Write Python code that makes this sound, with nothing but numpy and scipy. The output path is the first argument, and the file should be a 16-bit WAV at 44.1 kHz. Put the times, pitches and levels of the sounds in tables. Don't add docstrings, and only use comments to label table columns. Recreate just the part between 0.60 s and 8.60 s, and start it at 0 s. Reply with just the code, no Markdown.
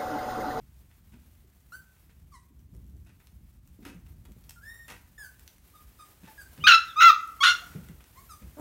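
import sys
import numpy as np
from scipy import signal
from scipy.fft import rfft, irfft, next_fast_len
from scipy.io import wavfile
from scipy.ndimage import uniform_filter1d, minimum_filter1d

SR = 44100
rng = np.random.default_rng(int(sys.argv[2]) if len(sys.argv) > 2 else 0)


def to_wav(s):
    ch = np.atleast_2d(s).T
    pcm = np.round(np.clip(ch, -1, 1) * 32767)
    wavfile.write(sys.argv[1], SR, pcm.astype(np.int16))


N = 352976

# f/Hz, level/dB
RUMBLE_COLOUR = [(13, -39.5), (22, -17.5), (46, -2), (64, 1.5), (77, -1), (98, -7), (219, -17),
                 (256, -21.5), (354, -28.5), (476, -42.5), (900, -48), (1170, -52.5), (1980, -120)]
HISS_COLOUR = [(300, -2), (500, -7), (900, -8), (2100, -10), (5000, -14.5), (9000, -13), (12000, -22),
               (15700, -29)]
SIZZLE_COLOUR = [(7000, -28.5), (10000, -10.5), (12000, -3.5), (15500, -4.5)]
# t/s, level/dB
RUMBLE_LEVEL = [
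    [(0.0, -54), (0.38, -60), (1.74, -60), (2.25, -49), (2.72, -59), (3.63, -51), (4.01, -58), (5.2, -62),
     (5.95, -59)],
    [(7.2, -56), (7.284, -56), (7.532, -60), (7.712, -60), (7.856, -58), (8.0, -57)],
]
HISS_LEVEL = [
    [(0.0, -69), (1.24, -68), (1.93, -74), (3.85, -69)],
    [(4.8, -64), (4.944, -65), (5.712, -61), (5.9, -59)],
    [(7.12, -55), (7.32, -63), (7.878, -61), (8.0, -63)],
]
# f/Hz, t60/s
ROOM_DECAY = [(200, 0.37), (1300, .6), (4000, 0.35), (8000, 0.66), (15000, 0.087)]
# t/s, level/dB, body f/Hz, t60/s
THUDS = [(.53, -55.5, 235, 0.5), (.84, -64, 380, .2), (1.199, -62, 170, 0.24), (1.899, -60.5, 257, 0.56),
         (2.132, -42, 69.4, 0.42), (2.332, -48, 71, 0.35), (3.188, -49.5, 222, 0.6),
         (3.26, -45.5, 294, 0.32), (3.348, -43, 170, 0.17), (3.5, -48, 68, .35), (3.678, -44.5, 200, 0.19),
         (3.761, -44.5, 72, .2), (4.297, -51.5, 170, 0.29), (5.63, -49.5, 200, 0.25),
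         (5.98, -39, 170, 0.41), (6.02, -44, 78, .9), (7.15, -36.5, 155, 0.37), (7.292, -44, 160, 0.3),
         (7.818, -43, 170, 0.22), (7.832, -38, 56, 0.3)]
# t/s, level/dB
TICKS = [(0.191, -54.5), (2.1494, -51.5), (2.6714, -45.5), (3.0754, -48.5), (3.252, -41), (3.653, -47),
         (3.7198, -47), (3.8397, -50.5), (3.8935, -36), (3.8957, -33), (3.908, -34.5), (4.2815, -36.5),
         (4.795, -40), (4.8776, -36), (4.9827, -49.5), (6.676, -39), (7.2866, -43), (7.441, -46)]
# t/s, level/dB, t60/s
SCUFFS = [(0.301, -63.5, 0.12), (0.519, -62, 0.31), (1.362, -56, 0.03), (1.493, -58, 0.089),
          (2.459, -65, .3), (2.492, -55, 0.033), (2.599, -62, 0.12), (3.22, -59, 0.21), (3.25, -44, 0.23),
          (3.461, -60, 0.07), (3.653, -49, 0.034), (4.28, -44.5, 0.12), (4.298, -46, 0.26),
          (5.632, -56, 0.28), (5.674, -55, 0.063), (5.965, -56, 0.33), (7.111, -55.5, 0.267),
          (7.232, -59.5, 0.084), (7.286, -47.5, 0.049), (7.397, -59.5, 0.12), (7.44, -56.5, 0.045),
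          (7.816, -53.5, 0.089)]
# f/Hz, level/dB
TICK_COLOUR = [(470, -35.5), (800, -7.5), (3020, -1.5), (4890, -9.5), (5400, -2), (15500, -5)]
SCUFF_COLOUR = [(180, -28.5), (300, -6), (484, -13), (1620, -10), (1780, -8), (2560, -10.5), (4210, -19),
                (13400, -24), (14500, -25.5), (15500, -38.5)]
# f/Hz, level/dB, t60/s
BOWL_MODES = [(980, -3, .12), (1600, -2.5, .1), (2028, -5.5, 0.092), (2600, -4.5, .13), (2780, -2.5, 0.13),
              (3000, -5.5, .15), (3850, -6, 0.16), (11400, -16, .22), (14180, -5.5, .19)]
# t/s, length/s, onset f/Hz, aim f/Hz, end f/Hz, level/dB, swell/dB
GROWL = (7.969, .09, 285, 300, 300, -30.5, 9)
# columns as for the growl, then overtones/dB, nasal hiss/dB
WHINES = [ (1.121, .06, 1300, 1570, 1530, -41.5, 3, -3.5, -61),
          (1.718, .068, 1240, 1130, 925, -51, 9, -2, -78), (3.96, .042, 1450, 1380, 1325, -55, 3, -10, -72),
          (4.012, .265, 1490, 1995, 1810, -44.2, 12, -4, -63),
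          (4.579, .11, 1810, 1750, 1450, -45.5, 0, -.5, -61),
          (5.138, .072, 1180, 1290, 1195, -55, 4, -8, -62), (5.39, .04, 1330, 1260, 1180, -47.5, 6, 0, -70),
          (5.671, .038, 965, 860, 825, -52, 8, -10, -76),
          (5.778, .066, 1710, 1690, 1460, -46, 2, -1.5, -66), (7.018, .03, 720, 700, 690, -52, 4, -14, -75),
          (7.558, .06, 950, 990, 1200, -50, 9, -3, -60), (7.691, .055, 1380, 1350, 1100, -47, 8, 2, -58)]
SQUEAKS = [(6.002, .055, 2770, 2800, 3350, -49, 8), (6.268, .072, 3850, 3780, 3330, -46, 4)]
# rasp length/s, period doubling/0-1, final fade/dB
YIPS = [ ((6.038, 6.07, 6.149, 6.172, .003), (1200, 1530, 1325, 1305), (-21, -12, -4), (-23.5, -10, -7.5),
        (.07, .35, 22)), ((6.358, 6.404, 6.468, 6.512, .024), (1190, 1260, 1355, 1150), (-17, -13, -1.5),
        (-28, -14, -11), (.036, .65, 3)), ((6.804, 6.833, 6.895, 6.925, .008), (1075, 1270, 1425, 1360),
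        (-22.5, -17.5, -21), (-23.5, -14, -18.5), (.06, .75, 12))]
# f/Hz, level/dB
GROWL_THROAT = [(280, -10.5), (580, -17), (900, -24.5), (1300, -29), (2500, -47), (8000, -28)]
WHINE_THROAT = [(800, -4), (1900, -2), (2300, -20), (3300, -26), (3750, -16), (4900, -14), (6300, -17),
                (9000, -14), (11000, -19), (15000, -13)]
YIP_THROATS = [
    [(300, -44.5), (850, -28), (1200, -7), (1550, 1.5), (2050, -8.5), (2700, -3), (3300, -5.5), (4250, -8),
     (4800, -17.5), (6300, -19), (7600, -37.5), (9000, -34), (12500, -45.5), (15000, -31.5)],
    [(300, -39), (850, -27.5), (1200, -3.5), (1450, 0), (1650, -12), (2050, 1), (2500, -9.5), (3400, -7.5),
     (3950, -4.5), (4400, -20.5), (6100, -17.5), (7600, -36), (13000, -43.5), (15000, -24)],
    [(300, -45.5), (850, -25.5), (1100, -3.5), (1550, 2.5), (2100, -9.5), (2700, -8.5), (3500, 3),
     (4300, -12.5), (5400, -16.5), (6800, -19), (7600, -29.5), (9200, -27.5), (11000, -34), (15000, -37)],
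]


def amp(db):
    return 10 ** (np.asarray(db) / 20)


def unit(x):
    return x / np.sqrt(np.mean(x ** 2) + 1e-20)


def along(points, hz):
    f, values = np.transpose(points)
    return np.interp(np.log(hz + 1), np.log(f + 1), values)


def curve(stretches):
    return np.interp(np.arange(N) / SR, *np.vstack(stretches).T)


def wobble(rate, size):
    place = np.arange(size) * rate / SR
    knots = rng.standard_normal(int(place[-1]) + 2)
    k = place.astype(int)
    u = place - k
    return knots[k] + np.diff(knots)[k] * u * u * (3 - 2 * u)


def filtered(x, response):
    m = next_fast_len(len(x) + SR // 4)
    return irfft(rfft(x, m) * response(np.fft.rfftfreq(m, 1 / SR)), m)[:len(x)]


def coloured(x, colour):
    return filtered(x, lambda hz: amp(along(colour, hz)))


def noise(colour, size):
    return unit(coloured(rng.standard_normal(size), colour))


def add(track, start, sound):
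    part = track[max(round(start * SR), 0):][:len(sound)]
    part += sound[:len(part)]


def partial(hz, k=1):
    phase = 2 * np.pi * np.cumsum(hz) / SR
    return (k * hz < SR / 2) * np.sin(k * phase + rng.uniform(0, 2 * np.pi)) * np.sqrt(2)


def gate(t, edge_s):
    return np.clip(2 * t / edge_s, 0, 1) * np.clip((t[-1] - t) / (2 * edge_s), 0, 1)


def room_tone():
    hiss_db = curve(HISS_LEVEL)
    rustle_db = 1.1 * wobble(14, N) + 1.2 * wobble(90, N)
    rumble = noise(RUMBLE_COLOUR, N) * amp(curve(RUMBLE_LEVEL) + 2.1 + 2.3 * wobble(11, N))
    hiss = noise(HISS_COLOUR, N) * amp(hiss_db - 1.5 + rustle_db)
    sizzle = noise(SIZZLE_COLOUR, N) * amp(hiss_db - 1 + 1.6 * rustle_db)
    return rumble + hiss + sizzle


def tiled_walls(x, early_db, tail_db, early_t60=0.24):
    hz, t, spectra = signal.stft(rng.standard_normal((2, SR)), SR, nperseg=256)
    tail_t60 = along(ROOM_DECAY, hz)[:, None]
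    early = signal.istft(spectra[0] * amp(-60 * t / early_t60), SR, nperseg=256)[1]
    tail = signal.istft(spectra[1] * amp(-60 * t / tail_t60), SR, nperseg=256)[1]
    response = amp(early_db) * early / np.linalg.norm(early) + amp(tail_db) * tail / np.linalg.norm(tail)
    return signal.fftconvolve(x, np.pad(response, (SR // 250, 0)))[:N]


def thuds(damping=0.19, top_hz=450, attack_s=0.0021):
    out, t = np.zeros(N), np.arange(SR // 2) / SR
    for start, db, body_hz, t60 in THUDS:
        resonance = lambda f: f / np.hypot(body_hz ** 2 - f * f, damping * body_hz * f)
        body = filtered(rng.standard_normal(len(t)),
                        lambda f: resonance(f) / np.hypot(1, (f / top_hz) ** 2))
        add(out, start, unit(body) * amp(db - 60 * t / t60) * (1 - np.exp(-t / attack_s)))
    return out


def ticks(t60=0.0085, faint_count=110):
    envelope, t = np.zeros(N), np.arange(SR // 40) / SR
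    faint = rng.uniform([0, -66], [N / SR, -56], (faint_count, 2))
    for start, db in [*TICKS, *faint]:
        add(envelope, start, amp(db - 3.5 - 60 * t / t60))
    return envelope * noise(TICK_COLOUR, N)


def scuffs(grain_db=4, ring_db=-10, attack_s=0.0025):
    envelope, t = np.zeros(N), np.arange(SR // 3) / SR
    for start, db, t60 in SCUFFS:
        add(envelope, start, amp(db - 0.6 - 60 * t / t60) * (1 - np.exp(-t / attack_s)))
    grit = envelope * unit(noise(SCUFF_COLOUR, N) * amp(grain_db * wobble(400, N)))
    bowl = sum(amp(db - 60 * t / t60) * np.sin(2 * np.pi * hz * t) for hz, db, t60 in BOWL_MODES)
    ring = unit(signal.fftconvolve(grit, bowl)[:N])
    return grit + amp(ring_db) * np.std(grit) * ring


def glide(length, onset_hz, aim_hz, end_hz, db, swell_db, scoop_share=.2, rise_share=.28, fall_share=.4):
    t = np.arange(0, length, 1 / SR)
    progress = t / length
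    hz = aim_hz + (end_hz - aim_hz) * progress + (onset_hz - aim_hz) * np.exp(-progress / scoop_share)
    rise_db = -swell_db * np.maximum(1 - progress / rise_share, 0)
    fall_db = -15 * np.maximum(1 - (1 - progress) / fall_share, 0)
    return hz, amp(db + rise_db + fall_db) * gate(t, edge_s=.003)


def soft_call(call, throat, overtone_db, jitter, shimmer, air):
    hz, envelope = glide(*call[1:])
    n = len(hz)
    hz = hz * (1 + jitter * (wobble(300, n) + .6 * wobble(70, n)))
    overtones = sum(partial(hz, k) * amp(3 * wobble(50, n)) for k in range(2, 11))
    folds = partial(hz) + amp(overtone_db) * (overtones + air * rng.standard_normal(n))
    out = np.zeros(N)
    add(out, call[0], coloured(envelope * folds * (1 + shimmer * wobble(200, n)), throat))
    return out


def growl():
    return soft_call(GROWL, GROWL_THROAT, overtone_db=0.5, jitter=0.082, shimmer=.4, air=2.61)


def whines(puff_spread_s=.05):
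    t = np.arange(N) / SR
    voices, puffs = np.zeros(N), np.zeros(N)
    for *call, overtone_db, nose_db in WHINES:
        start, length = call[:2]
        jitter = .012 * np.sqrt(.07 / length)
        voices += soft_call(call, WHINE_THROAT, overtone_db, jitter, shimmer=0.18, air=0.4)
        puffs += amp(nose_db) * np.exp(-((t - start - length / 2) / (length / 2 + puff_spread_s)) ** 2)
    return voices + puffs * noise(SIZZLE_COLOUR, N)


def squeaks(jitter=0.025):
    out = np.zeros(N)
    for start, *shape in SQUEAKS:
        hz, envelope = glide(*shape)
        add(out, start, envelope * partial(hz * (1 + jitter * wobble(790, len(hz)))))
    return out


def yip_controls(timing, pitch, fundamental_db, overtone_db, manner, overshoot=.1, settle_s=.008):
    start, crack, crest, end, attack = timing
    lead_hz, crack_hz, crest_hz, end_hz = pitch
    rasp_s, doubling, fade_db = manner
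    t = np.arange(start, end, 1 / SR)
    break_s = .0015 + .26 * attack
    broken = (1 + np.tanh((t - crack) / break_s)) / 2
    since_crack = np.maximum(t - crack, 0)
    climb = np.clip(since_crack / (crest - crack), 0, 1)
    droop = np.clip((t - crest) / (end - crest), 0, 1)
    whistle_hz = lead_hz * (1 + 2 * (t - start))
    cry_hz = crest_hz + (crack_hz - crest_hz) * (1 - climb) ** 2 + (end_hz - crest_hz) * droop ** 2
    leap = 1 + overshoot * np.exp(-since_crack / settle_s)
    hz = (1 - broken) * whistle_hz + broken * cry_hz * leap
    envelope = np.minimum((t - start) / attack, 1) * amp(-fade_db * droop) * gate(t - start, .0025)
    rough = (1 - broken) * .08 + broken * (.13 + np.exp(-(since_crack / rasp_s) ** 2))

    def gain(lead_db, crack_db, crest_db):
        cry_db = crack_db + (crest_db - crack_db) * climb
        return envelope * amp((1 - broken) * lead_db + broken * cry_db)

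    return hz, gain(*fundamental_db), gain(*overtone_db), doubling * climb, rough


def fluttering_partials(hz, multiples, flutter_db=4.6, tilt_db=-.55):
    return sum(partial(hz, k) * amp(flutter_db * (wobble(93, len(hz)) - 0.72) + tilt_db * (k - 5))
               for k in multiples)


def yips(jitter=.04, lurch=0.038, shimmer=0.11, rasp_db=6, doubling_db=-2):
    out = np.zeros(N)
    for row, throat in zip(YIPS, YIP_THROATS):
        hz, fundamental_gain, upper_gain, doubling, rough = yip_controls(*row)
        start, n = row[0][0], len(hz)
        hz *= 1 + 0.0026 * wobble(150, n) + rough * (lurch * wobble(170, n) + jitter * wobble(900, n))
        overtones = fluttering_partials(hz, np.arange(2, 14))
        halfway = fluttering_partials(hz, np.arange(14) + .5)
        rasp = rng.standard_normal(n) * (1 + partial(hz) / 2)
        upper = overtones + amp(doubling_db) * doubling * halfway + amp(rasp_db) * rough * rasp
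        folds = fundamental_gain * partial(hz) + upper_gain * upper
        folds *= 1 + shimmer * rough * wobble(600, n)
        add(out, start, coloured(folds, throat))
    return out


def scene(shadow_hz=5000):
    near = yips() + squeaks()
    far = whines() + growl()
    contacts = scuffs() + ticks()
    direct = near + contacts + filtered(far, lambda hz: 1 / np.hypot(1, hz / shadow_hz))
    reflected = tiled_walls(near, early_db=-6.5, tail_db=-17.5)
    reflected += tiled_walls(far + contacts, early_db=-5, tail_db=-13)
    return (direct + reflected + thuds() + room_tone())[None]


def record(dry, low_cut_hz=42, top_hz=15830, ceiling=.72, recovery_db_per_s=15):
    x = filtered(dry[0], lambda hz: 1 / np.hypot(1, (low_cut_hz / (hz + 1)) ** 4))
    needed_db = 20 * np.log10(np.minimum(1, ceiling / (np.abs(x) + 1e-9)))
    creep_db = recovery_db_per_s * np.arange(N) / SR
    gain_db = np.minimum.accumulate(minimum_filter1d(needed_db, size=60) - creep_db) + creep_db
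    limited = x * amp(uniform_filter1d(gain_db, size=60))
    return filtered(limited, lambda hz: hz < top_hz)[None]


dry = scene()
out = record(dry)
to_wav(out)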